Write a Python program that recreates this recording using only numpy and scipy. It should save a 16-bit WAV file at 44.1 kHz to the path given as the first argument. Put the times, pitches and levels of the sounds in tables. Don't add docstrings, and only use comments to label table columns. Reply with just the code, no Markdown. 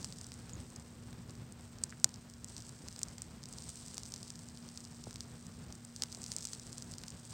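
import sys
import numpy as np
from scipy import signal
from scipy.fft import rfft, irfft
from scipy.io import wavfile
from scipy.ndimage import uniform_filter1d

SR = 44100
rng = np.random.default_rng(int(sys.argv[2]) if len(sys.argv) > 2 else 0)


def generate_wav(signal):
    frames = np.transpose(np.atleast_2d(signal))
    scaled = np.clip(frames, -1, 1) * 32767
    pcm = np.round(scaled).astype(np.int16)
    wavfile.write(sys.argv[1], SR, pcm)


N = 323253
TIME = np.arange(N) / SR

# [t/s, crackle level/dB, sizzle level/dB]
BURN_STRENGTH = [(0.0, -55, -54.5), (0.42, -66.5, -57), (0.82, -66, -59.5), (1.12, -72, -65),
                 (1.32, -63, -64), (1.55, -75, -64), (1.9, -65, -62), (2.39, -68, -62.5),
                 (2.59, -56.5, -55.5), (2.77, -62, -57), (3.03, -57, -60), (3.38, -67.5, -62.5),
                 (3.59, -57.5, -51.5), (4.12, -55, -55), (4.55, -62, -59), (4.82, -58.5, -58),
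                 (5.87, -64, -60.5), (6.07, -57.5, -55.5), (6.44, -51.5, -50.5), (6.65, -59.5, -56),
                 (7.04, -56.5, -57.5), (7.33, -60, -54.5)]


def gain_of(db):
    return 10 ** (np.asarray(db) / 20)


def evened(x):
    return x / np.sqrt(np.mean(x ** 2) + 1e-20)


def curve(rows, axis):
    rows = np.array(rows)
    return np.interp(TIME, rows[:, 0], rows[:, axis])


def add(mix, s, sound):
    part = mix[max(round(s * SR), 0):][:len(sound)]
    part += sound[:len(part)]


def drift(hz):
    spectrum = rfft(rng.standard_normal(N))
    low_pass = 1 / (1 + (np.fft.rfftfreq(N, 1 / SR) / hz) ** 4)
    return evened(irfft(spectrum * low_pass, N))


def ring(points, size=4096):
    f, db = np.transpose(points)
    hz = abs(np.fft.fftfreq(size, 1 / SR))
    log_gain = np.log(gain_of(np.interp(np.log(hz + 1), np.log(f), db)))
    return np.fft.ifft(np.exp(np.conj(signal.hilbert(log_gain)))).real


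def colour(x, points):
    return evened(signal.oaconvolve(x, ring(points))[:N])


def shower(per_s, spread_db, cap):
    size = gain_of(spread_db * np.minimum(rng.exponential(1, N), cap))
    happens = rng.random(N) < per_s / SR
    return size * rng.choice([-1, 1], N) * happens


def outdoor_air(level_db=-69):
    # [f/Hz, level/dB per Hz]
    air_spectrum = [(200, -3.5), (1500, 1), (4000, -10), (8000, -4.5), (11000, -44), (14000, -8.5),
                    (16000, -18)]
    return gain_of(level_db) * colour(rng.standard_normal(N), air_spectrum)


def wide_air(level_db=-75):
    # [f/Hz, level/dB per Hz]
    wide_spectrum = [(200, -28), (300, 2.5), (2200, 5), (5000, -3), (9000, -27), (11500, -25),
                     (15000, -4.5)]
    return gain_of(level_db) * colour(rng.standard_normal(N), wide_spectrum)


def hum(waver=0.0022, waver_db=1.3):
    # [f/Hz, rms level at the start/dB, fade/(dB/s)]
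    notes = [(73, -65, 3.0), (119.5, -62, 1.0), (163, -69, 0.5), (236.7, -59.2, 0)]
    clock = np.cumsum(1 + waver * drift(hz=1.95)) / SR
    total = np.zeros(N)
    for hz, db, fade in notes:
        level_db = db - fade * TIME + waver_db * drift(hz=0.51)
        total += gain_of(level_db) * np.sqrt(2) * np.sin(2 * np.pi * hz * clock)
    return total


def flames(roar_db=-1, lick_db=1.5, patter_db=-65, follow=0.5, flicker_db=2.04):
    # [t/s, roar level/dB]
    flame_size = [(0.05, -50.5), (0.47, -54), (0.57, -48.5), (0.66, -53), (1.48, -51.5), (1.56, -55.5),
                  (1.8, -51.5), (2.27, -56), (2.44, -53.5), (4.55, -53.5), (4.7, -56), (5.06, -52),
                  (5.3, -53.5), (5.66, -51.5), (5.87, -56), (6.15, -54), (6.6, -52.5), (7.33, -53)]
    # [f/Hz, level/dB per Hz]
    roar_spectrum = [(15, -48), (32, -19), (48, -4), (70, 0), (120, 3.7), (200, -2.5), (300, -10),
                     (450, -14), (900, -35.5), (2500, -54.5)]
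    # [f/Hz, level/dB per Hz]
    patter_spectrum = [(100, -18.5), (350, -1.5), (700, 2), (1300, -2), (2500, -8), (5000, -9.5),
                       (10000, -24.5)]
    size_db, lick = curve(flame_size, axis=1), drift(hz=19.0)
    roar_level_db = size_db + roar_db + lick_db * lick
    roar = colour(rng.standard_normal(N), roar_spectrum) * gain_of(roar_level_db)
    patter = colour(shower(per_s=2200, spread_db=1.5, cap=3.6), patter_spectrum)
    patter_level_db = patter_db + follow * (size_db - size_db.mean()) + flicker_db * lick
    return roar + patter * gain_of(patter_level_db)


def puffs(rough=0.3, swollen_hz=110, swell_s=0.0035, size=1500):
    # [t/s, peak level/dB, starting f/Hz, rise to the peak/s]
    pockets = [(1.925, -36, 1950, 0.00034), (1.9334, -48, 1800, 0.0003), (2.0441, -38, 520, 0.00036),
               (2.056, -48.5, 1100, 0.0022), (2.837, -46, 600, 0.0046), (5.068, -45, 1500, 0.0044),
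               (5.582, -44.5, 347, 0.0042), (6.174, -49.5, 900, 0.0018), (7.04, -44, 2340, 0.00016)]
    out, t = np.zeros(N), np.arange(size) / SR
    for s, db, start_hz, length in pockets:
        u = t / length
        hz = swollen_hz + (start_hz - swollen_hz) * np.exp(-t / swell_s)
        tone = np.sin(2 * np.pi * np.cumsum(hz) / SR)
        add(out, s, gain_of(db) * u * np.exp(1 - u) * tone)
    return out * (1 + rough * drift(hz=400))


def squeaks(rise_s=0.0007, size=600):
    # [t/s, peak level/dB, f/Hz]
    whistles = [(0.534, -36.5, 6970), (0.554, -44, 6750), (1.837, -25, 8380)]
    out, t = np.zeros(N), np.arange(size) / SR
    envelope = t / rise_s * np.exp(1 - t / rise_s)
    for s, db, hz in whistles:
        add(out, s, gain_of(db) * envelope * np.sin(2 * np.pi * hz * t))
    return out


def sizzle(level_db=-5.4, flicker_db=2.3, swell_db=1.7):
    # [f/Hz, level/dB per Hz]
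    fizz_spectrum = [(1000, -34), (3000, -12.5), (5000, -5.8), (7000, -7), (8300, 1), (9300, -9.5),
                     (11300, -26), (14000, -29), (16000, -24)]
    pores = shower(per_s=3800, spread_db=4.5, cap=4.5)
    waver_db = flicker_db * drift(hz=90) + swell_db * drift(hz=9.5)
    return colour(pores, fizz_spectrum) * gain_of(curve(BURN_STRENGTH, axis=2) + level_db + waver_db)


def snap(hz, rustle_db=-11, knock_db=-17, fibre_s=0.00011, rustle_s=0.0012, shudder=0.12, low_share=0.63, size=400):
    # [f/Hz, level/dB per Hz]
    snap_spectrum = [(300, -39), (2800, -15.5), (3700, -7), (4800, 0), (6800, -3.5), (8200, -1),
                     (9300, -8.5), (11300, -24), (13500, -15.5), (16000, -17.5)]
    # [f/Hz, level/dB per Hz]
    knock_spectrum = [(100, -10), (400, -5), (1200, -2.5), (1900, -4), (2600, -3), (4000, -5),
                      (8000, -22.5)]
    t = np.arange(size) / SR
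    swing = np.exp(-t / fibre_s) * np.cos(2 * np.pi * hz * t)
    low_cut = signal.butter(4, low_share * hz, "high", fs=SR, output="sos")
    tick = signal.sosfilt(low_cut, np.convolve(swing, ring(snap_spectrum, size=512))[:size])

    rustle = rng.standard_normal(size) * np.exp(-t / rustle_s) * (t > .0003)
    flat_rustle = irfft(np.exp(1j * np.angle(rfft(rustle))), size)
    first_half = t < t.mean()
    tear = np.convolve(flat_rustle * first_half, tick)[:size]
    sound = evened(tick) + gain_of(rustle_db) * evened(tear)

    blow = (t == 0) + shudder * rustle
    knock = np.convolve(ring(knock_spectrum, size=512), blow)[:size]
    one_ms = np.sqrt(.001 * SR / size)
    return (evened(sound) + gain_of(knock_db) * evened(knock)) * one_ms


def crackle(level_db=-4.0, knock_db=-15, low_hz=3700, high_hz=8900, count=28):
    clicks = shower(per_s=400, spread_db=4.6, cap=2.7)
    fibre = rng.integers(0, count, N)
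    weight_db = rng.normal(knock_db, 5, count)
    grains = np.zeros(N)
    for k, hz in enumerate(np.linspace(low_hz, high_hz, count)):
        grains += signal.oaconvolve(clicks * (fibre == k), snap(hz, knock_db=weight_db[k]))[:N]
    power = uniform_filter1d(grains ** 2, size=6000)
    steady = grains / np.sqrt(abs(power) + 1e-12)
    return gain_of(curve(BURN_STRENGTH, axis=1) + level_db) * steady


def pops(scatter_db=-29, scatter_s=0.0077, size=2000):
    # [t/s, level without knock/dB rms over 1 ms, f/Hz, rustle of the torn edge/dB re the snap,
    # knock of the sheet/dB re snap and rustle]; a row that ends at f has the usual rustle and knock
    large_snaps = [(0.0294, -42, 5300), (0.045, -30.5, 6200, 3, -12.5), (0.0517, -44, 6700),
                   (0.1248, -39.5, 3850), (0.186, -44, 6700), (0.2129, -39, 7000), (0.244, -42, 5650),
                   (0.2676, -41, 7900), (0.3193, -41.5, 5640, -9, -5.5), (0.3406, -43, 8000),
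                   (0.4947, -45, 6000, 1, -7), (0.703, -48, 7500), (0.761, -39, 6700, 5, -38),
                   (0.798, -47, 8000), (1.129, -51, 6000, 0, 1), (1.2962, -47.5, 4950), (1.3075, -48, 7500),
                   (1.3534, -49, 6000), (1.5236, -45, 8550), (1.6094, -50, 8200), (1.7861, -46.5, 6200),
                   (1.8371, -25, 6870, 3, -20), (1.8951, -47, 6800), (1.9038, -46, 6600),
                   (1.9081, -48, 7100), (1.9996, -47, 7500), (2.0442, -11, 6700, -11, -16.5),
                   (2.0918, -44, 6300), (2.142, -42, 5350), (2.1594, -47, 5900), (2.299, -46, 7000),
                   (2.338, -47, 5700), (2.445, -35, 7700), (2.4857, -46, 6500), (2.5663, -38, 5100),
                   (2.5805, -40, 6200), (2.6046, -44.5, 6000), (2.6224, -44, 6000), (2.693, -41.5, 6740),
                   (2.8795, -44, 5700), (2.8852, -37, 5950, -11, -9), (2.9271, -45, 6400),
                   (2.9623, -40.5, 4900), (2.992, -36.5, 7860), (3.0167, -43, 7500, -7, -2),
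                   (3.0322, -24, 6800, -8, -35), (3.085, -42, 6300), (3.182, -40.5, 6700, 1, -8.5),
                   (3.2196, -32.5, 8000, 4, -19), (3.4311, -46, 5500), (3.4378, -40.5, 5200),
                   (3.4567, -41, 5500), (3.488, -45, 7900), (3.527, -40, 7950), (3.5366, -44, 6500),
                   (3.5851, -38.5, 5670), (3.6225, -42, 6300), (3.6926, -36, 7750), (3.7012, -43, 7400),
                   (3.7573, -42, 7200), (3.8625, -43, 6800), (3.8828, -41, 6850), (3.944, -38, 7750),
                   (3.9701, -39.5, 5400), (3.9806, -31.5, 6300, -15, -9.5), (4.0342, -38, 6050),
                   (4.0551, -42, 6000), (4.0615, -43, 6200), (4.1218, -38, 5800), (4.1397, -32.5, 5870),
                   (4.1619, -39, 6100), (4.2299, -39.5, 5700), (4.2799, -43.5, 5500), (4.3037, -36.5, 6200),
                   (4.3566, -43.5, 5650), (4.392, -44, 6800), (4.487, -43.5, 7200), (4.5739, -44.5, 3800),
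                   (4.689, -42, 5450), (4.7752, -36, 5430), (4.805, -44, 7100), (4.843, -46, 6400),
                   (4.8512, -42, 5450), (5.0399, -41, 5550), (5.109, -42.5, 6100, -12, -7),
                   (5.1292, -45, 5800), (5.1422, -45, 7800), (5.1588, -38, 3800, -14, -10),
                   (5.2068, -33.5, 5160), (5.4673, -45, 7100), (5.7252, -40.5, 5950), (5.7533, -45, 7700),
                   (5.8497, -41.5, 8600, 0, -26), (5.9627, -37, 6100), (6.022, -24, 4500, -15, -16.5),
                   (6.0358, -26.5, 6140, -10, -11.5), (6.1205, -43, 6100), (6.1263, -38.5, 5500, 0, -18),
                   (6.1482, -37.5, 5800), (6.2183, -39, 7400), (6.2325, -40, 7200), (6.2408, -35, 6240),
                   (6.2633, -37, 5500), (6.2821, -43, 6500), (6.3183, -30, 5900), (6.3274, -42, 6900),
                   (6.3648, -27.5, 7440, -15, -22), (6.385, -35.5, 6900), (6.4078, -41, 6500),
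                   (6.4241, -41, 6500), (6.4292, -41, 6400), (6.443, -42, 6400), (6.4531, -29.5, 6950),
                   (6.4714, -37, 7100), (6.4872, -42, 6500), (6.5329, -32, 6200, 5, -14.5),
                   (6.5972, -40, 6450), (6.668, -43, 7000), (6.7291, -38.5, 6300), (6.7819, -36, 6900),
                   (6.8234, -37, 6050), (6.9133, -43, 7900), (6.9198, -42, 7300), (6.938, -39, 4850),
                   (6.9833, -37.5, 6500), (7.0368, -38.5, 3800, -13, -8.5), (7.0824, -37, 5850),
                   (7.1043, -40.5, 7250), (7.2522, -44, 7600), (7.307, -44, 6800)]
    out, t = np.zeros(N), np.arange(size) / SR
    for s, db, *timbre in large_snaps:
        add(out, s - .0001, gain_of(db) * snap(*timbre))
    ground = rng.standard_normal(size) * np.exp(-t / scatter_s)
    tail = signal.oaconvolve(out, ground / np.linalg.norm(ground))[:N]
    return out + gain_of(scatter_db) * tail


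def scene(spill_db=-27):
    paper = crackle() + sizzle()
    centre = outdoor_air() + hum() + flames() + puffs() + squeaks() + paper + pops()
    side = wide_air()
    add(side, .004, gain_of(spill_db) * paper)
    return np.array([centre + side, centre - side])


def record(dry):
    edge = signal.firwin(401, 16100, window=("kaiser", 9), fs=SR)
    return signal.oaconvolve(dry, edge[None], "same", axes=1)


dry = scene()
out = record(dry)
generate_wav(out)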